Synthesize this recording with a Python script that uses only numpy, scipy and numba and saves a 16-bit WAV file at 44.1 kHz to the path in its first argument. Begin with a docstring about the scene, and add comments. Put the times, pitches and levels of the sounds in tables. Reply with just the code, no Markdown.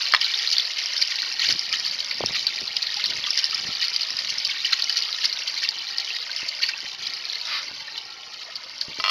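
"""A siphon empties a plastic tub into a bucket below. At the start, hard plastic clicks as a hand
bumps the small recorder. All along, the jet of water drags air under, and the bubbles ring: tiny ones
fizz, single ones plink, bigger ones plop. Uneven splashes and soft knocks of the hand come in between.
The flow weakens, gives a short hiss at about 7.5 s and thins out. At 9 s the plastic rattles."""
import sys
import numpy as np
from scipy import signal
from scipy.fft import rfft, irfft, next_fast_len
from scipy.io import wavfile
from numba import njit

SR = 44100
rng = np.random.default_rng(int(sys.argv[2]) if len(sys.argv) > 2 else 0)


def output_pcm(signal):
    """Save a mono or channel-first signal as 16-bit PCM at the path in sys.argv[1].

    Samples are clipped to [-1, 1] before scaling.
    """
    pcm = np.clip(np.atleast_2d(signal).T, -1, 1) * 32767
    wavfile.write(sys.argv[1], SR, np.round(pcm).astype(np.int16))


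N = 401307
TIME = np.arange(N) / SR

# soft knocks on the recorder's case: start_s, level_db, pitch_hz
KNOCKS = [(1.491, -32, 500), (1.521, -40, 300), (2.207, -16, 452), (2.238, -15, 570), (2.296, -33, 500),
          (2.617, -31.5, 314), (3.093, -36, 344), (3.672, -36, 380), (6.429, -45, 220), (6.832, -39, 298),
          (7.674, -47, 236), (8.883, -33.5, 257), (8.987, -29.5, 282)]
# fingers shifting on the case: centre_s, half_length_s, level_db
RUBS = [(1.512, 0.05, -48.5), (1.852, 0.45, -61.5), (2.27, 0.091, -55), (2.69, 0.27, -64),
        (3.133, 0.085, -48.5), (3.658, 0.085, -50), (4.3, 0.21, -59.5), (7.0, .2, -69), (5.7, 0.26, -72.5),
        (7.713, 0.1, -58.5), (8.5, 0.65, -73)]
# hard plastic clicks: start_s, level_db, brightness_db_per_octave, ring_length_factor, thump_db
CLICKS = [(0.137, -4.5, -3.5, 0.38, -2), (.147, -1.5, 0.5, 0.5, -2), (8.9992, -14.5, -4.5, 1.1, -31),
          (9.04, -7.5, -0.5, 0.44, -22), (9.0485, -13.5, -4, 1.1, -33), (9.0605, -10.5, -2, 0.53, -30),
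          (9.069, -13, 0, 0.48, -25), (9.0802, -10, -2, 0.85, -26), (9.0945, -9.5, -2, 0.85, -26)]
# the notes the plastic rings with: pitch_hz, level_db, fade_ms
PLASTIC_NOTES = [(650, -12, 6), (1050, -10.5, 9.4), (1264, 0, 6), (1980, -7.5, 12), (2340, -7, 13),
                 (2800, 2, 5.3), (3250, 6.5, 2.9), (3400, -2, 1.1), (4310, 3, 7.9), (5270, 1, 5.5)]
# bigger bubbles: start_s, level_db, pitch_hz
PLOPS = [(2.968, -37, 810), (3.271, -29.5, 1150), (3.432, -22, 2900), (3.528, -29, 1244),
         (4.496, -22, 2230), (4.647, -14.5, 2940), (5.091, -34, 1320), (6.104, -19, 2620),
         (6.294, -32, 1540), (6.602, -30, 1540), (6.735, -22, 2580), (7.88, -31, 1780), (8.485, -40.5, 656)]
# the loudest drops, each trapping a small bubble: start_s, level_db, pitch_hz
PLINKS = [(0.1634, -8, 3660), (0.2146, -8, 3080), (0.2443, -8.5, 4160), (0.3386, -10, 3600),
          (0.389, -10, 4800), (0.4738, -7, 4250), (0.5142, -7.5, 4800), (0.5277, -12, 4870),
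          (0.5666, -8.5, 3600), (0.5821, -2, 4630), (0.5964, -8.5, 3450), (0.966, -10, 4540),
          (1.0172, -11, 4800), (1.1568, -10, 4840), (1.2196, -9, 4330), (1.4875, -5, 4520),
          (1.5244, -5.5, 4880), (1.5928, -6, 5100), (1.727, -5.5, 5080), (1.7973, -11, 5070),
          (1.9113, -11.5, 4600), (2.0043, -11.5, 4550), (2.2603, -3, 5370), (2.4678, -3.5, 4500),
          (2.6768, -13.5, 4100), (2.7666, -5.5, 4850), (2.821, -13, 4200), (2.8694, -9, 3970),
          (2.9422, -10, 5030), (3.04, -6.5, 4160), (3.0579, -7, 4670), (3.3054, -4, 5170),
          (3.3752, -8, 4810), (3.4421, -2, 4940), (3.5463, -8.5, 4900), (3.8821, -8, 4700),
          (3.9624, -4, 4700), (4.0173, -9, 5000), (4.0317, -9, 4400), (4.1679, -10.5, 4950),
          (4.3829, -8, 5250), (4.7306, -2.5, 4120), (4.8219, -6, 4400), (4.8416, -8, 5600),
          (4.8953, -6, 4730), (5.1277, -11, 4040), (5.256, -4.5, 4900), (5.6384, -9, 4580),
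          (5.689, -3, 4780), (5.9828, -7, 4770), (6.3145, -15, 4210), (6.8039, -15, 4800),
          (7.0688, -11.5, 4240), (7.253, -13, 4320), (7.2983, -11, 4080), (7.3322, -13.5, 3930),
          (7.3552, -13.5, 4320), (7.4131, -14, 4380), (8.5555, -15.5, 4760), (8.8124, -7, 4620)]
# strength of the jet: time_s, level_db
FLOW = [(0.0, -29.5), (0.42, -27), (0.65, -29.5), (1.08, -28.5), (2.15, -32.5), (2.35, -29), (2.73, -34),
        (2.98, -30), (4.61, -31), (5.06, -30), (5.59, -32.5), (6.64, -35), (7.04, -35), (7.44, -34.5),
        (7.72, -37.5), (8.17, -40.5), (8.92, -39.5), (9.0, -34)]
# moments when the jet falters: centre_s, dip_db
LULLS = [(0.18, -8.5), (0.741, -4.5), (1.352, -4), (2.17, -2), (2.431, -0.5), (5.8, -0.5), (6.97, -8.5)]
# the biggest gushes hitting the pool: peak_s, rise_ms, spray_db, gurgle_db
SPLASHES = [(0.015, 15, -20, -31), (0.069, 20, -26, -34), (0.225, 33, -22, -36), (0.417, 10, -24, -38),
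            (0.53, 10, -15.5, -38), (0.598, 11, -27, -49), (0.787, 7.1, -18, -31), (1.023, 6.6, -15, -28),
            (1.112, 12, -21.5, -33), (1.226, 8.1, -31, -31), (1.44, 41, -19.5, -27.5),
            (1.507, 13, -15, -26.5), (1.739, 23, -21.5, -30), (1.86, 26, -23, -48.5), (1.932, 15, -25, -38),
            (2.002, 5, -18, -49), (2.113, 13, -25, -31.5), (2.354, 18, -20.5, -25), (2.559, 6.5, -23, -41),
            (2.766, 8, -20, -37), (2.827, 9, -19, -48), (3.01, 17, -23, -41), (3.105, 9.8, -21, -49),
            (3.268, 5.9, -16, -44), (3.383, 22, -18, -31), (3.455, 7.8, -32, -42),
            (3.825, 39, -22.5, -31.5), (4.249, 4.6, -19, -26), (4.298, 11, -20, -48),
            (4.45, 6.3, -17.5, -42), (4.511, 12, -20, -42), (4.658, 27, -23, -34), (4.731, 14, -16, -25.5),
            (4.797, 12, -24, -32), (4.9, 6.3, -19, -29), (4.974, 22, -20.5, -34), (5.246, 17, -17, -28.5),
            (5.479, 6.9, -21.5, -45), (5.581, 7, -18.5, -36), (5.637, 20, -19.5, -28.5),
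            (6.0, 7.6, -22, -40), (6.049, 4.6, -19, -41), (6.1, 27, -28, -41), (6.165, 7.8, -23, -39),
            (6.409, 84, -31, -35), (6.487, 7.2, -19.5, -62), (6.631, 17, -20, -27), (6.692, 9.9, -19, -27),
            (6.86, 9.6, -30, -38), (7.025, 20, -31, -40), (7.069, 15, -26.5, -48), (7.806, 8, -28, -50),
            (7.976, 9.8, -24.5, -53), (8.338, 12, -32, -48), (8.412, 29, -33, -54), (8.562, 10, -32.5, -45),
            (8.818, 14, -27, -40)]
# how much splashing is heard straight, not off the tub's walls: time_s, share_0_to_1
DIRECT_SHARE = [(0, 0.96), (7.3, 0.88), (7.7, 0.74), (9, 0.84)]

# tone of the water's hiss, churning, gurgle and spray: pitch_hz, gain_db
RUSH_TONE = [(300, -22), (900, -7.5), (1300, 2), (1700, 1.5), (2200, 2), (3200, 1), (4700, 6), (7000, -16)]
CHURN_TONE = [(60, -30), (130, -9), (200, -8.5), (400, -4), (620, -2), (880, -0.5), (1100, -2.5),
              (1500, -1.5)]
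GURGLE_TONE = [(700, -34), (1060, -12.5), (1390, -8.5), (1580, -6.5), (1740, -6.5), (1870, 2.5),
               (1980, -5.5), (2090, 1.5), (2190, -1.5), (2300, 0.5), (2500, -3.5), (2750, -2.5),
               (3200, -35)]
SPRAY_TONE = [(2300, -26.5), (2750, -5.5), (3020, 0.5), (3350, -7), (3700, -6), (4100, -1.5), (4850, -1),
              (5400, -7), (7000, -4)]
# tone of rubbing skin, knocks and clicks: pitch_hz, gain_db
SKIN_TONE = [(30, -11), (70, 1), (110, 2.5), (220, 2.5), (400, -3.5), (1200, -12.5), (3000, -30)]
KNOCK_TONE = [(40, -29), (100, -12), (280, 1), (1400, 8.5), (2400, -13)]
CLICK_TONE = [(100, -43), (400, -14), (800, 0)]
# what the microphone lets through, and what the converter mirrors upwards: pitch_hz, gain_db
MICROPHONE_TONE = [(25, -2), (110, 0), (4900, 2.5), (5500, 0.5), (6000, -4.5), (6500, -13.5), (7000, -16.5),
                   (7600, -20), (8100, -66)]
MIRROR_TONE = [(1000, -75), (2000, -49.5), (3000, -38), (4900, -30.5), (7000, -24.5)]


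def undb(db):
    """Turn decibels into a number to multiply by."""
    return 10 ** (np.asarray(db) / 20)


def unit(x):
    """Scale a sound to an average (rms) level of 1."""
    return x / np.sqrt(np.mean(x ** 2))


def colour(x, tone):
    """Make some pitches louder and others softer, following a tone table."""
    hz, db = np.transpose(tone)
    size = next_fast_len(len(x) + 4096)
    all_hz = np.maximum(np.fft.rfftfreq(size, 1 / SR), 1)
    gain = undb(np.interp(np.log(all_hz), np.log(hz), db))
    return irfft(rfft(x, size) * gain, size)[:len(x)]


def add(out, start_s, sound):
    """Mix a sound in at start_s."""
    i = int(np.clip(start_s * SR, 0, N - 1))
    out[i:i + len(sound)] += sound[:N - i]


def swell(centre_s, half_length_s):
    """A smooth rise to 1 and back."""
    return np.exp(-((TIME - centre_s) / half_length_s) ** 2)


@njit
def rings(starts_s, gains, pitches_hz, fades_s, glide, onset_cycles):
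    """Tones that swell and fade. Glide lifts their pitch, as when a bubble nears the surface."""
    out = np.zeros(N)
    for k in range(len(starts_s)):
        start, life = int(starts_s[k] * SR), fades_s[k] * SR
        angle = 2 * np.pi * pitches_hz[k] / SR
        wave = gains[k] + 0j
        step = np.exp(1j * angle - 1 / life)  # turns and shrinks the wave each sample
        bend = np.exp(1j * angle * glide / life)
        muted, opening = 1., np.exp(-pitches_hz[k] / (onset_cycles * SR))
        for i in range(max(start, 0), min(start + int(6 * life), N)):
            wave *= step
            step *= bend
            muted *= opening
            out[i] += wave.imag * (1 - muted)
    return out


def cloud(per_s, low_hz, high_hz, cycles, scatter_db):
    """Countless short tones of random strength and pitch, like a swarm of bubbles."""
    when, pitch, size, life = rng.random((int(per_s * N / SR), 4)).T
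    hz = low_hz + (high_hz - low_hz) * pitch
    gains = undb(-scatter_db * np.log(size + .025)) * hz  # many weak, few strong, none huge
    fades_s = cycles * 2 ** (2 * life - 1) / hz
    return unit(rings(when * N / SR, gains, hz, fades_s, glide=0.021, onset_cycles=cycles * 0.19))


def echoes(x, delay_s, length_s, db, drift_hz=.9):
    """Many echoes that die away; their pattern drifts as the recorder is moved about."""
    t = TIME[:int(SR * length_s)]
    fade = np.exp(-np.log(1000) * t / length_s) * (t > delay_s)
    tails = rng.standard_normal((2, SR))[:, :len(t)] * fade
    first, second = (signal.fftconvolve(x, tail / np.linalg.norm(tail))[:N] for tail in tails)
    turn = 2 * np.pi * drift_hz * TIME
    return undb(db) * (first * np.cos(turn) + second * np.sin(turn))


def in_bucket(x):
    """A sound plus its quick echoes from the bucket's walls."""
    return x + echoes(x, delay_s=0.0012, length_s=0.024, db=-4)


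def hand(resting_db=-69, scuff_db=-41.5, scuff_s=0.015):
    """Dull knocks on the case, and the grainy rub of skin as the fingers shift."""
    starts_s, db, hz = np.transpose(KNOCKS)
    knocks = rings(starts_s, undb(db + 8), hz, 0.35 / hz, glide=0., onset_cycles=0.22)
    rub = undb(resting_db) + sum(undb(level) * swell(at, half) for at, half, level in RUBS)
    scuff = np.exp(-TIME[:SR // 8] / scuff_s)  # skin slides a little after every knock
    for at, knock_db in zip(starts_s, db):
        add(rub, at, undb(scuff_db + 0.5 * (knock_db - db.mean())) * scuff)
    grains = cloud(per_s=240, low_hz=58.7, high_hz=1080, cycles=0.52, scatter_db=3.6)
    return colour(knocks, KNOCK_TONE) + rub * unit(colour(grains, SKIN_TONE))


def clicks(shell_hz=1900, shell_cycles=2.25):
    """Plastic snaps on plastic: a crack, a thump of the shell and a ring that varies with each hit."""
    out, t = np.zeros(N), TIME[:SR // 12]
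    hz, note_db, fade_ms = np.array(PLASTIC_NOTES).T[:, :, None]
    age = shell_hz * t / shell_cycles
    thump = np.sin(2 * np.pi * shell_hz * t) * 2 * age * np.exp(-age ** 2)
    for start_s, db, brightness, ring_length, thump_db in CLICKS:
        random_db, detune, phase = rng.standard_normal((3, len(hz), 1))
        gain = undb(note_db + brightness * np.log2(hz / hz[0]) + random_db)
        fade = np.exp(-1000 * t / (fade_ms * ring_length))
        notes = np.sin(2 * np.pi * (hz * (1 + 0.008 * detune) * t + phase))
        ring = np.sum(gain * fade * notes, axis=0)
        crack = undb(-12) * rng.standard_normal(len(t)) * np.exp(-t / 0.0036)
        snap = (ring / np.abs(ring).max() + crack) * (1 - np.exp(-t / 0.0004))
        add(out, start_s, undb(db + 1) * snap / np.abs(snap).max() + undb(thump_db) * thump)
    return colour(out, CLICK_TONE)


def rush():
    """The jet briefly breaks into a smooth hiss."""
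    hiss = unit(colour(rng.standard_normal(N), RUSH_TONE))
    return undb(-29) * swell(centre_s=7.54, half_length_s=0.069) * hiss


def plops(cycles=8):
    """Bigger bubbles ring lower and longer than small ones."""
    starts_s, db, hz = np.transpose(PLOPS)
    return rings(starts_s, undb(db + 3.5), hz, cycles / hz, glide=0.022, onset_cycles=1.6)


def plinks(cycles=5.1, delay_s=.0005):
    """Single small bubbles ring brightly, each set off by the tick of a drop."""
    starts_s, db, hz = np.transpose(PLINKS)
    starts_s = starts_s + delay_s
    ring = rings(starts_s, undb(db - 2.5), hz, cycles / hz, glide=0.004, onset_cycles=1.33)
    tick = rings(starts_s, undb(db + 4), hz, np.full(len(hz), .00026), glide=0., onset_cycles=1.35)
    return ring + tick


def churn(flow):
    """The stirred pool bubbles low and quietly, hardly changing with the flow."""
    bubbles = cloud(per_s=1100, low_hz=97, high_hz=1417, cycles=2.47, scatter_db=2.6)
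    return undb(-52.5) * unit(flow ** 0.19 * colour(bubbles, CHURN_TONE))


def patter(flow):
    """Droplets patter on the pool, mostly while the jet is strong."""
    drops = cloud(per_s=160, low_hz=3280, high_hz=5610, cycles=4.2, scatter_db=5)
    return undb(-5) * flow * (flow / flow.mean()) ** 0.16 * drops


def gush(rise_ms):
    """Power of one gush over time: a quick rise and a slower fall."""
    rise = rise_ms * SR / 1000
    age = np.arange(int(4 * rise)) / rise - 1
    return np.exp(-np.where(age < 0, age / .5, age / 0.69) ** 2)


def splashing(flow_db, sputters_per_s=9):
    """Each gush stirs up a fine spray of small bubbles and a gurgle of bigger ones."""
    sputter = np.ones(N)  # small gushes come at uneven times
    for k, (late, length, size) in enumerate(rng.random((int(sputters_per_s * N / SR), 3))):
        small_gush = gush(rise_ms=8.2 * (.5 + length)) * undb(-6.5 + 9 * size) ** 2
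        add(sputter, (k + late) / sputters_per_s, small_gush)
    spray_power = sputter * undb(flow_db - 2.5) ** 2
    # the gurgle drops only 0.8 dB for each dB of flow, so it outlasts the spray
    gurgle_power = sputter * undb(-37.5 + 0.8 * (flow_db - flow_db.max())) ** 2
    for peak_s, rise_ms, spray_db, gurgle_db in SPLASHES:
        start_s = peak_s - rise_ms / 1000
        add(spray_power, start_s, gush(rise_ms) * undb(spray_db - 3.5) ** 2)
        add(gurgle_power, start_s, gush(rise_ms) * undb(gurgle_db - 2) ** 2)
    small = cloud(per_s=2000, low_hz=2410, high_hz=6730, cycles=2.97, scatter_db=4.03)
    big = cloud(per_s=1000, low_hz=928, high_hz=3000, cycles=4, scatter_db=4)
    spray = np.sqrt(spray_power) * unit(colour(small, SPRAY_TONE))
    gurgle = np.sqrt(gurgle_power) * unit(colour(big, GURGLE_TONE))
    return spray + gurgle


def jet():
    """The stream falls into the bucket and drags air under, growing quieter as the flow weakens."""
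    dips_db = sum(db * swell(at, half_length_s=0.016) for at, db in LULLS)
    flow_db = np.interp(TIME, *np.transpose(FLOW)) + dips_db
    flow = undb(flow_db)
    water = splashing(flow_db) + churn(flow) + patter(flow)
    # as the tub hides the bucket, more of the bubbling blurs into a soft hiss
    direct = np.interp(TIME, *np.transpose(DIRECT_SHARE))
    blurred = echoes(water, delay_s=.0015, length_s=0.04, db=2)
    return np.sqrt(direct) * water + np.sqrt(1 - direct) * blurred


def scene():
    """Nearby water and plastic echo faintly around the yard; the hand has no echo."""
    near = jet() + in_bucket(plinks() + plops()) + in_bucket(rush()) + clicks()
    yard = echoes(near, delay_s=.012, length_s=0.15, db=-17)
    return (near + yard + hand())[None]


def record(dry, converter_hz=16000, top_hz=14500):
    """The recorder clips loud peaks and cuts high treble; its slow converter mirrors treble upwards."""
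    heard = colour(np.clip(dry[0], -.7, .7), MICROPHONE_TONE)
    mirror = 2 * np.cos(2 * np.pi * converter_hz * TIME) * colour(heard, MIRROR_TONE)
    low_pass = signal.ellip(8, .2, 70, top_hz, fs=SR, output="sos")
    return signal.sosfilt(low_pass, heard + mirror)[None]


dry = scene()
out = record(dry)
output_pcm(out)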